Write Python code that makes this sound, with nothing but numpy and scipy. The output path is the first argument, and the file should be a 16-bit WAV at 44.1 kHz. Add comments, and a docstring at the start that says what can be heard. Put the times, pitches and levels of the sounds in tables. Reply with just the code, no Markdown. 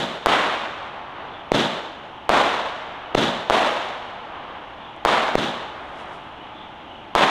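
"""A firework cake fires outdoors at night: shells thud out of their tubes and crack overhead.
Each shock is an N-shaped pressure jump that overloads the microphone, then scatters back from the
surroundings as a tail of noise. The bursts also bounce off the ground and roll away into the distance.
Burning stars fizz faintly over a steady bed of night air."""
import sys
import numpy as np
from scipy import signal
from scipy.fft import rfft, irfft
from scipy.io import wavfile

SR = 44100
rng = np.random.default_rng(int(sys.argv[2]) if len(sys.argv) > 2 else 0)


def dump_mix(stems):
    """Bounce the given channels to the path in sys.argv[1] as a 16-bit WAV at rate SR."""
    frames = np.atleast_2d(stems).T  # one column per channel
    limited = np.clip(frames, -1, 1)  # hard clip at full scale
    pcm = np.round(limited * 32767).astype(np.int16)
    wavfile.write(sys.argv[1], SR, pcm)


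N = 321930
TIME = np.arange(N) / SR
AGE = TIME[:2 ** 16]   # seconds since a shot
HZ = np.maximum(np.fft.rfftfreq(N, 1 / SR), 1)
AGE_HZ = np.maximum(np.fft.rfftfreq(len(AGE), 1 / SR), 1)

# tone of the night air (frequency [Hz], relative level [dB])
AIR_SPECTRUM = [(25, -12), (60, -5), (200, -5.5), (330, -1), (450, -8), (830, 1), (1200, -6), (1700, -12.5),
                (2500, -12.5), (3300, -10.5), (4700, -35), (6000, -36), (8000, -46), (12500, -51)]
# swells of thin, high hiss (time [s], level [dB])
HISS_SWELLS = [(1.35, -49), (2.93, -55), (4.87, -53), (6.61, -47.5)]
# spits from burning stars (time [s], level [dB], half length [s])
STAR_SPITS = [(4.965, -66, .006), (6.0, -66, 0.029), (6.02, -67.5, 0.28), (6.145, -69, 0.028)]
# tone of their fizz (frequency [Hz], relative level [dB])
FIZZ_SPECTRUM = [(2500, -15), (5000, -2), (9500, -10), (13000, -27)]
# tone of the distant roll (frequency [Hz], relative level [dB])
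ROLL_SPECTRUM = [(100, -15), (330, -11.5), (480, -3.5), (800, 2), (1150, 0), (1800, -7.5), (2600, -14),
                 (3700, -17.5), (4900, -35), (6500, -46.5), (9000, -66.5), (13000, -72)]

# shells leaving the tube; the first row is the fading tail of an earlier bang (time [s], echo gain [dB])
SHELL_LAUNCHES = [(-.1, -19), (1.5186, -16), (3.1509, -16.5), (5.3541, -21.5)]
# one shell sputters just before it lifts (time [s], level [dB], half length [s])
LIFT_SPUTTER = [(3.1490, -13.5, 0.0016)]
# tone of a launch's tail (frequency [Hz], relative level [dB])
LAUNCH_SPECTRUM = [(50, -25), (120, -4), (210, 2.5), (400, -5), (600, -3), (1000, -9), (1800, -11.5),
                   (2500, -15.5), (3550, -7.5), (4800, -23.5), (6500, -26), (9000, -35.5), (13000, -44.5),
                   (15500, -70)]
# decay of a launch's tail (frequency [Hz], t60 [s])
LAUNCH_DECAY = [(100, 0.63), (249, 0.62), (895, 1.28), (3370, 0.89), (10000, .67)]

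# shells bursting overhead (time [s], echo gain [dB], centre of the echo's body [Hz])
SHELL_BURSTS = [(0.2603, -15.5, 1430), (2.2930, -14.5, 950), (3.4990, -16, 680), (5.0508, -16.5, 1000),
                (7.1519, -14, 1030)]
# tone of a burst's tail and of the sputter (frequency [Hz], relative level [dB])
BURST_SPECTRUM = [(50, -22), (120, -15.5), (230, -5), (400, -5), (650, -0.34), (1100, -3.5), (1700, -8),
                  (2500, -10.5), (3600, -10), (4800, -24), (6500, -27), (9000, -35), (13000, -46),
                  (15500, -70)]
# decay of a burst's tail (frequency [Hz], t60 [s])
BURST_DECAY = [(100, .76), (304, 0.93), (1100, 1.206), (3460, 1.2), (10000, 0.87)]
# two broad surfaces nearby throw each burst back as a swell in its tail (delay [s], boost [dB])
SLAPBACKS = [(.029, 2.5), (.079, 2)]


def from_db(db):
    """Decibels to gain."""
    return 10 ** (np.asarray(db) / 20)


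def unit_rms(x):
    """Scale to rms 1."""
    return x / np.sqrt(np.mean(x ** 2) + 1e-20)


def eq_curve(spectrum, hz):
    """Gains of a spectrum table, read on a log-frequency axis."""
    points_hz, db = np.transpose(spectrum)
    return from_db(np.interp(np.log(hz), np.log(points_hz), db))


def cut(x, hz, kind, order=2):
    """Causal low- or high-pass."""
    return signal.sosfilt(signal.butter(order, hz, kind, fs=SR, output="sos"), x + 1e-18)


def ring(x, hz, width_hz):
    """A resonance with gain 1 at its peak."""
    return signal.lfilter(*signal.iirpeak(hz, hz / width_hz, fs=SR), x + 1e-18)


def place(out, sound, start_s):
    """Mix a one-shot in at its start time."""
    out += np.interp(TIME - start_s, AGE, sound, left=0, right=0)


def drift(rate_hz, t):
    """A random modulator gliding between values of spread 1."""
    return np.interp(t * rate_hz, np.arange(2 ** 13), rng.standard_normal(2 ** 13))


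def swells(rows):
    """An envelope of bell-shaped rises and falls."""
    return sum(from_db(db) * np.exp(-((TIME - s) / half_s) ** 2) for s, db, half_s in rows)


def noise(spectrum):
    """Steady shaped noise with a soft top, rms 1."""
    shaped = irfft(rfft(rng.standard_normal(N)) * eq_curve(spectrum, HZ), N)
    return unit_rms(cut(shaped, 12600, "low", order=8))


def noise_band(hz, half_width_hz):
    """A narrow band of noise, rms 1."""
    return unit_rms(cut(rng.standard_normal(N), half_width_hz, "low") * np.cos(2 * np.pi * hz * TIME))


def night_air():
    """The bed: a steady wash, a faint hollow note and a thin hiss that wavers and swells."""
    wash = from_db(-40.5) * noise(AIR_SPECTRUM)
    hollow = from_db(-51.5) * noise_band(hz=857, half_width_hz=32)
    hiss = from_db(-55 + 3.6 * drift(12, TIME)) * noise_band(hz=2950, half_width_hz=140)
    upper_envelope = swells((s, db, 0.068) for s, db in HISS_SWELLS)
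    return wash + hollow + hiss + upper_envelope * noise_band(hz=3430, half_width_hz=170)


def burning_stars():
    """Burning stars spit short, grainy puffs of fizz."""
    return swells(STAR_SPITS) * noise(FIZZ_SPECTRUM) * from_db(2.7 * drift(800, TIME))


def distant_roll(level_db, build_s, t60, slope_delay_s, slope_half_s, slope_db):
    """Each burst rolls on far away and swells once more as a distant slope answers."""
    power = np.zeros(N)
    for start_s, echo_db, _ in SHELL_BURSTS:
        age = np.maximum(TIME - start_s, 0)
        roll = (1 - np.exp(-age / build_s)) * from_db(level_db - 60 * age / t60)
        answer = from_db(slope_db) * np.exp(-((age - slope_delay_s) / slope_half_s) ** 2)
        power += from_db(echo_db) ** 2 * (roll ** 2 + answer ** 2)
    return np.sqrt(power) * noise(ROLL_SPECTRUM) * from_db(0.99 * drift(25, TIME))


def scatterers(clump_db, wave_db):
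    """The spectrum of countless small echoes, arriving in quick clumps and slower waves."""
    echoes = rng.standard_normal(len(AGE))
    return rfft(echoes * from_db(clump_db * drift(700, AGE) + wave_db * drift(59.5, AGE)))


def scatter_tail(echoes, spectrum, decay, build_s, near_share, steepness, hold_share):
    """Near things answer at once; the rest builds up, holds, then dies away band by band."""
    shaped = echoes * eq_curve(spectrum, AGE_HZ)
    bands_hz, t60s = np.transpose(decay)
    attack = 1 - (1 - near_share) * np.exp(-(AGE / build_s) ** steepness)
    tail = 0
    for t60, solo in zip(t60s, np.eye(len(bands_hz))):
        band = irfft(shaped * np.interp(np.log(AGE_HZ), np.log(bands_hz), solo))
        hold_s = hold_share * t60   # long-lived bands also hold longer
        fading_s = np.hypot(AGE, hold_s) - hold_s
        tail += band * from_db(-60 * fading_s / t60)
    return attack * tail / np.std(irfft(shaped))


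def shock(length_ms, lowpass_hz, highpass_hz):
    """An N-shaped pressure jump, rounded by the air and thinned by the microphone."""
    n_wave = np.interp(AGE * 1000 / length_ms, [0, .08, .9, 1], [0, 1, -1, 0])
    rounded = cut(n_wave, lowpass_hz, "low", order=1)
    return cut(rounded, highpass_hz, "high", order=1)


def sub_thump(hz, t60, level_db):
    """A deep, brief thump as the overloaded microphone recovers from each shock."""
    return -np.sin(2 * np.pi * hz * AGE) * from_db(level_db - 60 * AGE / t60)


def echo_run(count, first_s, gap_s, gap_growth, jitter_s, gain_db):
    """Things on the ground return a launch as quick, raspy echoes that spread out and weaken."""
    echo = shock(length_ms=1.52, lowpass_hz=520, highpass_hz=90)
    echo = cut(cut(echo, 3800, "low", order=4), 170, "high")
    echo += 7.5 * ring(echo, hz=3620, width_hz=180)   # the rasp
    gaps = gap_s * gap_growth ** np.arange(count) + jitter_s * rng.standard_normal(count)
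    delays = first_s + np.cumsum(gaps) - gaps
    gains = from_db(gain_db - 10 * np.log2(delays / first_s))   # 10 dB down per doubling of the delay
    return sum(gain * np.interp(AGE - delay, AGE, echo, left=0) for delay, gain in zip(delays, gains))


def launches(drive_db):
    """Shells thud out of tubes that stand on one spot, so every launch wakes the same echoes."""
    out = swells(LIFT_SPUTTER) * noise(BURST_SPECTRUM)
    thud = shock(length_ms=1.19, lowpass_hz=950, highpass_hz=80)
    thud += 0.075 * ring(thud, hz=400, width_hz=97)
    sub = sub_thump(hz=30, t60=0.091, level_db=-15.5)
    echoes = scatterers(clump_db=1.0, wave_db=1.8)
    tail = scatter_tail(echoes, LAUNCH_SPECTRUM, LAUNCH_DECAY,
                        build_s=0.023, near_share=0.27, steepness=6.2, hold_share=0.066)
    tail += echo_run(count=18, first_s=.026, gap_s=.0037, gap_growth=1.0306, jitter_s=.00056, gain_db=14.5)
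    for start_s, echo_db in SHELL_LAUNCHES:
        place(out, from_db(drive_db) * thud + sub + from_db(echo_db) * tail, start_s)
    return out


def bursts(drive_db, bounce_drive_db, bounce_delay_s, slap_half_s):
    """A crack from above, its duller bounce off the ground, and fresh echoes for each spot in the sky."""
    out = np.zeros(N)
    crack = shock(length_ms=0.85, lowpass_hz=2140, highpass_hz=270)
    crack += 0.16 * ring(crack, hz=790, width_hz=120)
    bounce = cut(shock(length_ms=0.78, lowpass_hz=686, highpass_hz=200), 3400, "low")
    sub = sub_thump(hz=30.4, t60=0.045, level_db=-11.5)
    slap_db = sum(db * np.exp(-((AGE - delay) / slap_half_s) ** 2) for delay, db in SLAPBACKS) - 0.48
    for start_s, echo_db, body_hz in SHELL_BURSTS:
        body_db = 3 * np.exp(-np.log2(AGE_HZ / body_hz) ** 2)   # each charge has its own broad peak
        echoes = scatterers(clump_db=1.5, wave_db=0.8) * from_db(body_db)
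        tail = scatter_tail(echoes, BURST_SPECTRUM, BURST_DECAY,
                            build_s=0.0084, near_share=0.58, steepness=3.0, hold_share=0.14)
        place(out, from_db(drive_db) * crack + sub + from_db(echo_db + slap_db) * tail, start_s)
        place(out, from_db(bounce_drive_db) * bounce, start_s + bounce_delay_s)
    return out


def scene():
    """The mono mix, with the shocks driven far past what the microphone can take."""
    roll = distant_roll(level_db=-13, build_s=0.37, t60=5.9,
                        slope_delay_s=1.0, slope_half_s=0.18, slope_db=-23.5)
    thuds = launches(drive_db=12)
    cracks = bursts(drive_db=11, bounce_drive_db=14.5, bounce_delay_s=.0084, slap_half_s=.0074)
    return (thuds + cracks + roll + burning_stars() + night_air())[None]


def limiter(x, threshold_db, attack_hz, release_db_per_s):
    """Too slow to catch a shock, it ducks whatever follows and then recovers."""
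    over_db = np.maximum(20 * np.log10(np.abs(x) + 1e-9) - threshold_db, 0)
    release_db = release_db_per_s * TIME
    duck_db = np.maximum.accumulate(over_db + release_db, axis=-1) - release_db
    return x * from_db(-cut(duck_db, attack_hz, "low", order=1))


def record(dry):
    """The limiter ducks, the shocks clip flat and the top end is cut."""
    ducked = limiter(dry, threshold_db=0, attack_hz=59, release_db_per_s=248)
    ceiling = .64
    clipped = ducked / (1 + (ducked / ceiling) ** 8) ** (1 / 8)
    return cut(clipped, 16000, "low", order=16)


dry = scene()
out = record(dry)
dump_mix(out)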